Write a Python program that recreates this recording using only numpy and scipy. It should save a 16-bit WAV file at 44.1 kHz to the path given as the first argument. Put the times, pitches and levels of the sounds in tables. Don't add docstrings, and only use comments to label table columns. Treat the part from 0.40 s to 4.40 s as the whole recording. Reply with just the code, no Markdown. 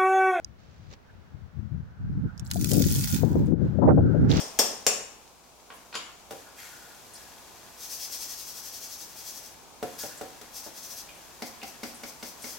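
import sys
import numpy as np
from scipy import signal
from scipy.fft import rfft, irfft
from scipy.io import wavfile
from scipy.ndimage import uniform_filter1d

SR = 44100
rng = np.random.default_rng(int(sys.argv[2]) if len(sys.argv) > 2 else 0)


def unload_audio(sound):
    columns = np.transpose(np.atleast_2d(sound))
    steps = np.round(np.clip(columns, -1, 1) * 32767)
    wavfile.write(sys.argv[1], SR, steps.astype(np.int16))


N = 176400
T = np.arange(N) / SR
HZ = np.maximum(np.arange(N // 2 + 1) * SR / N, 1)
TOP_HZ = 15850
PORT_LAG_S = .0004

# (t/s, level/dB)
SEED_FLOW = [(2.04, -51), (2.2, -35), (2.4, -28.5), (2.55, -31), (2.775, -29), (2.83, -43), (3.04, -56.5),
             (3.12, -65.5)]


def amp(db):
    return 10 ** (np.asarray(db) / 20)


def unit(x):
    return x / np.sqrt(np.mean(x ** 2))


def curve(rows):
    return np.interp(T, *np.array(rows).T)


def colour(rows):
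    hz, db = np.array(rows).T
    return amp(np.interp(np.log(HZ), np.log(hz), db))


def shape(x, gain):
    return irfft(rfft(x) * gain, N)


def lowpass(hz, power):
    return 1 / (1 + (HZ / hz) ** power)


def noise(gain):
    return unit(shape(rng.standard_normal((2, N)), gain))


def pan(db):
    return unit(amp(np.array([[db], [-db]]) / 2))


def even(x, seconds):
    power = uniform_filter1d(x ** 2, max(int(seconds * SR), 2), axis=-1)
    return x / np.sqrt(np.abs(power) + 1e-12)


def fade(t, t60):
    return np.exp(-np.log(1000) * t / t60)


def add(out, start, x):
    i = int(start * SR)
    out[:, i:i + x.shape[1]] += x[:, :N - i]


def grains(per_s, spread_db, start, end, count=12000):
    when, strength, chance = rng.random((count, 3)).T
    place, left_jitter, right_jitter = rng.standard_normal((count, 3)).T
    jitter_s, pan_spread_db = .00005, 7
    t = np.arange(96) / SR
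    sounding = chance < per_s * (end - start) / count
    size = amp(spread_db * np.minimum(-np.log(strength), 5.5)) * sounding
    ticks = size[:, None] * rng.standard_normal((count, len(t))) * fade(t, t60=.0019)
    out = []
    for side, lag in ((-1, PORT_LAG_S + jitter_s * left_jitter), (1, jitter_s * right_jitter)):
        arrival = np.maximum(start + when * (end - start) + lag, 0)
        samples = (arrival * SR).astype(int)[:, None] + np.arange(len(t))
        panned = ticks * amp(side * pan_spread_db * place / 2)[:, None]
        out.append(np.bincount(samples.ravel(), panned.ravel(), N)[:N])
    return np.array(out)


def clicks(rows, t60, octaves):
    out, t = np.zeros((2, N)), np.arange(2048) / SR
    f = np.maximum(np.arange(len(t) // 2 + 1) * SR / len(t), 1)
    hardest = max(db for start, db, hz in rows)
    for start, db, hz in rows:
        burst = rng.standard_normal((2, len(t))) * fade(t, t60)
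        width = octaves * amp((db - hardest) / 2)
        band = 1 / (1 + (np.log2(f / hz) / width) ** 2)
        crack = irfft(rfft(np.roll(burst, 32, axis=1)) * band)
        add(out, start, amp(db) * crack / abs(crack).max(axis=1, keepdims=True))
    return out


def garden():
    # (f/Hz, level/dB)
    hiss_eq = [(200, -0.5), (400, -4), (1000, -6.5), (1500, -8), (2700, -15.5), (6000, -22), (8500, -32.5),
               (13000, -34.5), (15300, -26.5)]
    # (t/s, level/dB)
    hiss_level = [(0, -60.5), (.75, -58.5), (1.5, -62), (3.08, -53.5), (3.14, -66.5), (3.25, -54),
                  (3.5, -61), (3.85, -54)]
    # (f/Hz, width/Hz, level/dB)
    rush_bands = [(860, 200, -1.5), (1470, 500, 0)]
    # (t/s, level/dB)
    rush_level = [(0, -78.5), (1.6, -61.5), (2.75, -53), (3.08, -62.5), (3.14, -66), (3.2, -56),
                  (3.55, -57.5), (4, -44)]
    air = sum(amp(db) / (1 + (2 * (HZ - hz) / width) ** 2) for hz, width, db in rush_bands)
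    return noise(colour(hiss_eq)) * amp(curve(hiss_level)) + noise(air) * amp(curve(rush_level))


def swells(width_hz=290):
    # (centre t/s, half length/s, f/Hz, level/dB)
    rises = [(.696, 0.016, 1590, -58.5), (1.891, 0.028, 1430, -52), (2.925, .15, 895, -48.5),
             (3.714, 0.17, 1430, -48.5)]
    out = np.zeros((2, N))
    for at, length, hz, db in rises:
        band = noise(1 / (1 + (2 * (HZ - hz) / width_hz) ** 4))
        out += band * amp(db) * np.exp(-((T - at) / length) ** 2)
    return out


def wind():
    # (t/s, level/dB)
    left_gusts = [(0.0, -57), (0.11, -41.5), (0.15, -56), (0.5, -43), (0.63, -72), (0.74, -47.5),
                  (0.91, -54), (0.95, -30), (0.98, -46), (1.05, -34.5), (1.1, -57), (1.18, -25.5),
                  (1.3, -36), (1.33, -25.5), (1.42, -32), (1.46, -52), (1.57, -45.5), (1.63, -31.5),
                  (1.8, -26), (1.83, -47), (1.86, -21), (1.9, -43.5), (1.97, -57), (2.02, -28),
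                  (2.07, -41.5), (2.18, -19.5), (2.29, -24), (2.35, -14), (2.74, -30.5), (2.85, -15),
                  (2.89, -20), (3.04, -16), (3.07, -20.5), (3.13, -14.5), (3.16, -24), (3.23, -15.5),
                  (3.28, -24.5), (3.42, -15), (3.87, -17.5), (3.92, -24), (3.94, -16.5), (4.0, -15)]
    # (t/s, level/dB)
    right_gusts = [(0.0, -61.5), (0.4, -57.5), (1.29, -60), (1.35, -35), (1.4, -56), (1.45, -33.5),
                   (1.57, -59), (1.6, -36), (1.86, -22), (1.91, -36.5), (2.14, -37.5), (2.2, -22.5),
                   (2.31, -45), (2.36, -23), (2.66, -24.5), (2.7, -43), (2.74, -14.5), (2.87, -65),
                   (2.91, -21), (2.95, -28), (2.97, -16), (3.1, -28), (3.14, -63), (3.18, -33.5),
                   (3.22, -49), (3.25, -14), (3.38, -55.5), (3.45, -14), (3.67, -18), (3.73, -38),
                   (3.81, -14), (3.95, -15.5), (4.0, -40)]
    # (f/Hz, relative level/dB at the reference gust, growth/dB per dB of gust)
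    eddy_bands = [(55.3, -20.5, 0.6), (84.3, -7, 0.77), (126.7, -5, 1.07), (185.8, -6.5, 1),
                  (285.2, -9.5, 2), (468, -20.5, 2.47)]
    trim_db, reference_db, eddy_octaves = -3, -22, .27
    flutter_db = 1.8 * noise(lowpass(hz=62, power=4))
    gust_db = np.array([curve(left_gusts), curve(right_gusts)]) + trim_db - reference_db + flutter_db
    turbulence = even(noise(lowpass(hz=250, power=2)), seconds=.034)
    rumble = np.zeros((2, N))
    for hz, db, growth in eddy_bands:
        band = np.exp(-.5 * (np.log2(HZ / hz) / eddy_octaves) ** 2)
        rumble += unit(shape(turbulence, band)) * amp(db + growth * gust_db)
    return rumble * amp(reference_db)


def buffets(low_hz=162, order=7.8):
    # (t/s, length/s, level/dB, corner f/Hz, left over right/dB)
    hits = [(2.3, 0.11, -32, 648, 34), (2.832, 0.013, -18.5, 770, 22), (2.955, 0.0082, -19, 610, 29),
            (3.122, 0.0074, -17, 368, 40), (3.384, 0.023, -25, 586, 24.5), (3.414, 0.066, -22.5, 1004, 18),
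            (3.472, 0.052, -15, 784, -13.5), (3.487, 0.034, -25.5, 1554, -16),
            (3.572, 0.033, -18.5, 750, 16), (3.743, 0.0297, -24, 575, 26.5)]
    out = np.zeros((2, N))
    for start, length, db, hz, pan_db in hits:
        envelope = np.interp(T - start, length * np.array([0, .2, .7, 1.3]), [.0013, 1, .45, .018])
        pink_band = np.sqrt(lowpass(hz, 2 * order) / HZ) / (1 + (low_hz / HZ) ** 4)
        thud = noise(pink_band) * envelope
        rms = np.sqrt(np.sum(thud ** 2, axis=1, keepdims=True) / (length * SR))
        out += thud / rms * amp(db) * pan(pan_db)
    return out


def soften(pressure):
    limit = amp(-3.5)
    return shape(limit * np.tanh(pressure / limit), lowpass(hz=2920, power=6))


def bag():
    # (t/s, attack/s, hold/s, release/s, level/dB)
    rustles = [(0.174, 0.017, 0.32, 0.047, -62.5), (0.487, 0.048, 0.00254, 0.0258, -47),
               (3.878, 0.028, .1, .05, -31.5)]
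    # (f/Hz, level/dB)
    crinkle_eq = [(500, 7), (1500, -2.5), (4200, -2.5), (6500, -6), (8500, -24), (13000, -41), (15500, -17)]
    # (t/s, peak level/dB, f/Hz)
    snaps = [(.0455, -21.5, 5550), (3.915, -16, 3860), (3.9695, -20, 5320)]
    effort = sum(amp(db) * np.interp(T - start, np.cumsum([0, attack, hold, release]), [0, 1, 1, 0]) ** 2
                 for start, attack, hold, release, db in rustles)
    ticks = grains(per_s=17000, spread_db=2.5, start=0, end=N / SR, count=24000)
    crinkle = unit(shape(ticks, colour(crinkle_eq)))
    return crinkle * effort * pan(db=-1) + clicks(snaps, t60=.0097, octaves=.21) * pan(db=-4)


def knock(start=2.157, hz=690, db=-21):
    t = np.maximum(T - start - np.array([[PORT_LAG_S], [0]]), 0)
    attack = 1 - np.exp(-t * hz)
    return amp(db) * np.sin(2 * np.pi * hz * t) * fade(t, t60=.045) * attack


def tube(x):
    # (f/Hz, level/dB)
    wall_modes = [(950, -8), (1450, 10), (1970, -1), (2573, 6), (3600, 1.5)]
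    ring_db, echo_db, echo_change_s = -12.5, -7, .06
    t = np.arange(4096) / SR
    ring = sum(amp(db) * np.sin(2 * np.pi * hz * t) for hz, db in wall_modes) * fade(t, t60=.06)
    out = x + amp(ring_db) * signal.fftconvolve(x, ring[None] / np.linalg.norm(ring), axes=1)[:, :N]
    hop = int(echo_change_s * SR)
    for i in range(0, N - 2 * hop, hop):
        echo = rng.standard_normal((2, len(t))) * fade(t, t60=.04)
        piece = x[:, i:i + 2 * hop] * np.sqrt(np.hanning(2 * hop))
        add(out, i / SR, amp(echo_db) * signal.fftconvolve(piece, echo / np.linalg.norm(echo[0]), axes=1))
    return out


def patter(start, end):
    per_s, above_flow_db, range_db, lowest_hz = 150, 12.5, 14, 3600
    when, pitch, softness = rng.random((int(per_s * (end - start)), 3)).T
    at = start + when * (end - start)
    db = np.interp(at, *np.array(SEED_FLOW).T) + above_flow_db - range_db * softness
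    hz = lowest_hz * (TOP_HZ / lowest_hz) ** pitch
    return clicks(list(zip(at, db, hz)), t60=.009, octaves=1.3)


def pour():
    # (f/Hz, level/dB)
    seed_eq = [(700, -24.5), (1150, -21), (1500, -4.5), (2600, -6.5), (4900, 2), (6600, 4), (8100, -2),
               (9300, -2), (11000, -6), (14000, -2), (14900, 6.5)]
    # (t/s, peak level/dB, f/Hz)
    strikes = [(1.977, -37, 5380), (1.995, -29, 5720), (2.1125, -13, 4500), (2.135, -25, 6800),
               (2.143, -25.5, 8000), (2.211, -20, 6500), (2.244, -15, 6050), (2.315, -13.5, 6470),
               (2.334, -13.5, 8340), (2.368, -18, 9100), (2.421, -14, 5000), (2.44, -19.5, 3730),
               (2.513, -20.5, 6600), (2.523, -14.5, 10600), (2.561, -18, 8550), (2.593, -21, 6400),
               (2.638, -21, 4300), (3.06, -46, 8500)]
    start, scoop_empty, end = SEED_FLOW[0][0], SEED_FLOW[4][0], SEED_FLOW[-1][0]
    trim_db, build_s = -1.5, .2
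    fill_db_per_s, fill_flat_at_s = 16, 2.615
    ticks = grains(per_s=5000, spread_db=3, start=start, end=end)
    hiss = even(shape(ticks, colour(seed_eq)), seconds=.13)
    gate = np.clip((T - start) / build_s, 0, 1) * (T < end)
    stream = hiss * amp(curve(SEED_FLOW) + trim_db) * gate + patter(start, scoop_empty)
    lows = shape(stream, lowpass(hz=3000, power=4))
    fill_gain = amp(fill_db_per_s * (np.clip(T, start, end) - fill_flat_at_s))
    big_seeds = clicks(strikes, t60=.012, octaves=1.19) * pan(db=-1)
    return tube(stream - lows + lows * fill_gain + big_seeds)


def scene():
    return pour() + knock() + bag() + soften(wind() + buffets()) + garden() + swells()


def record(dry):
    return signal.sosfilt(signal.ellip(10, .2, 80, TOP_HZ, fs=SR, output="sos"), dry)


dry = scene()
out = record(dry)
unload_audio(out)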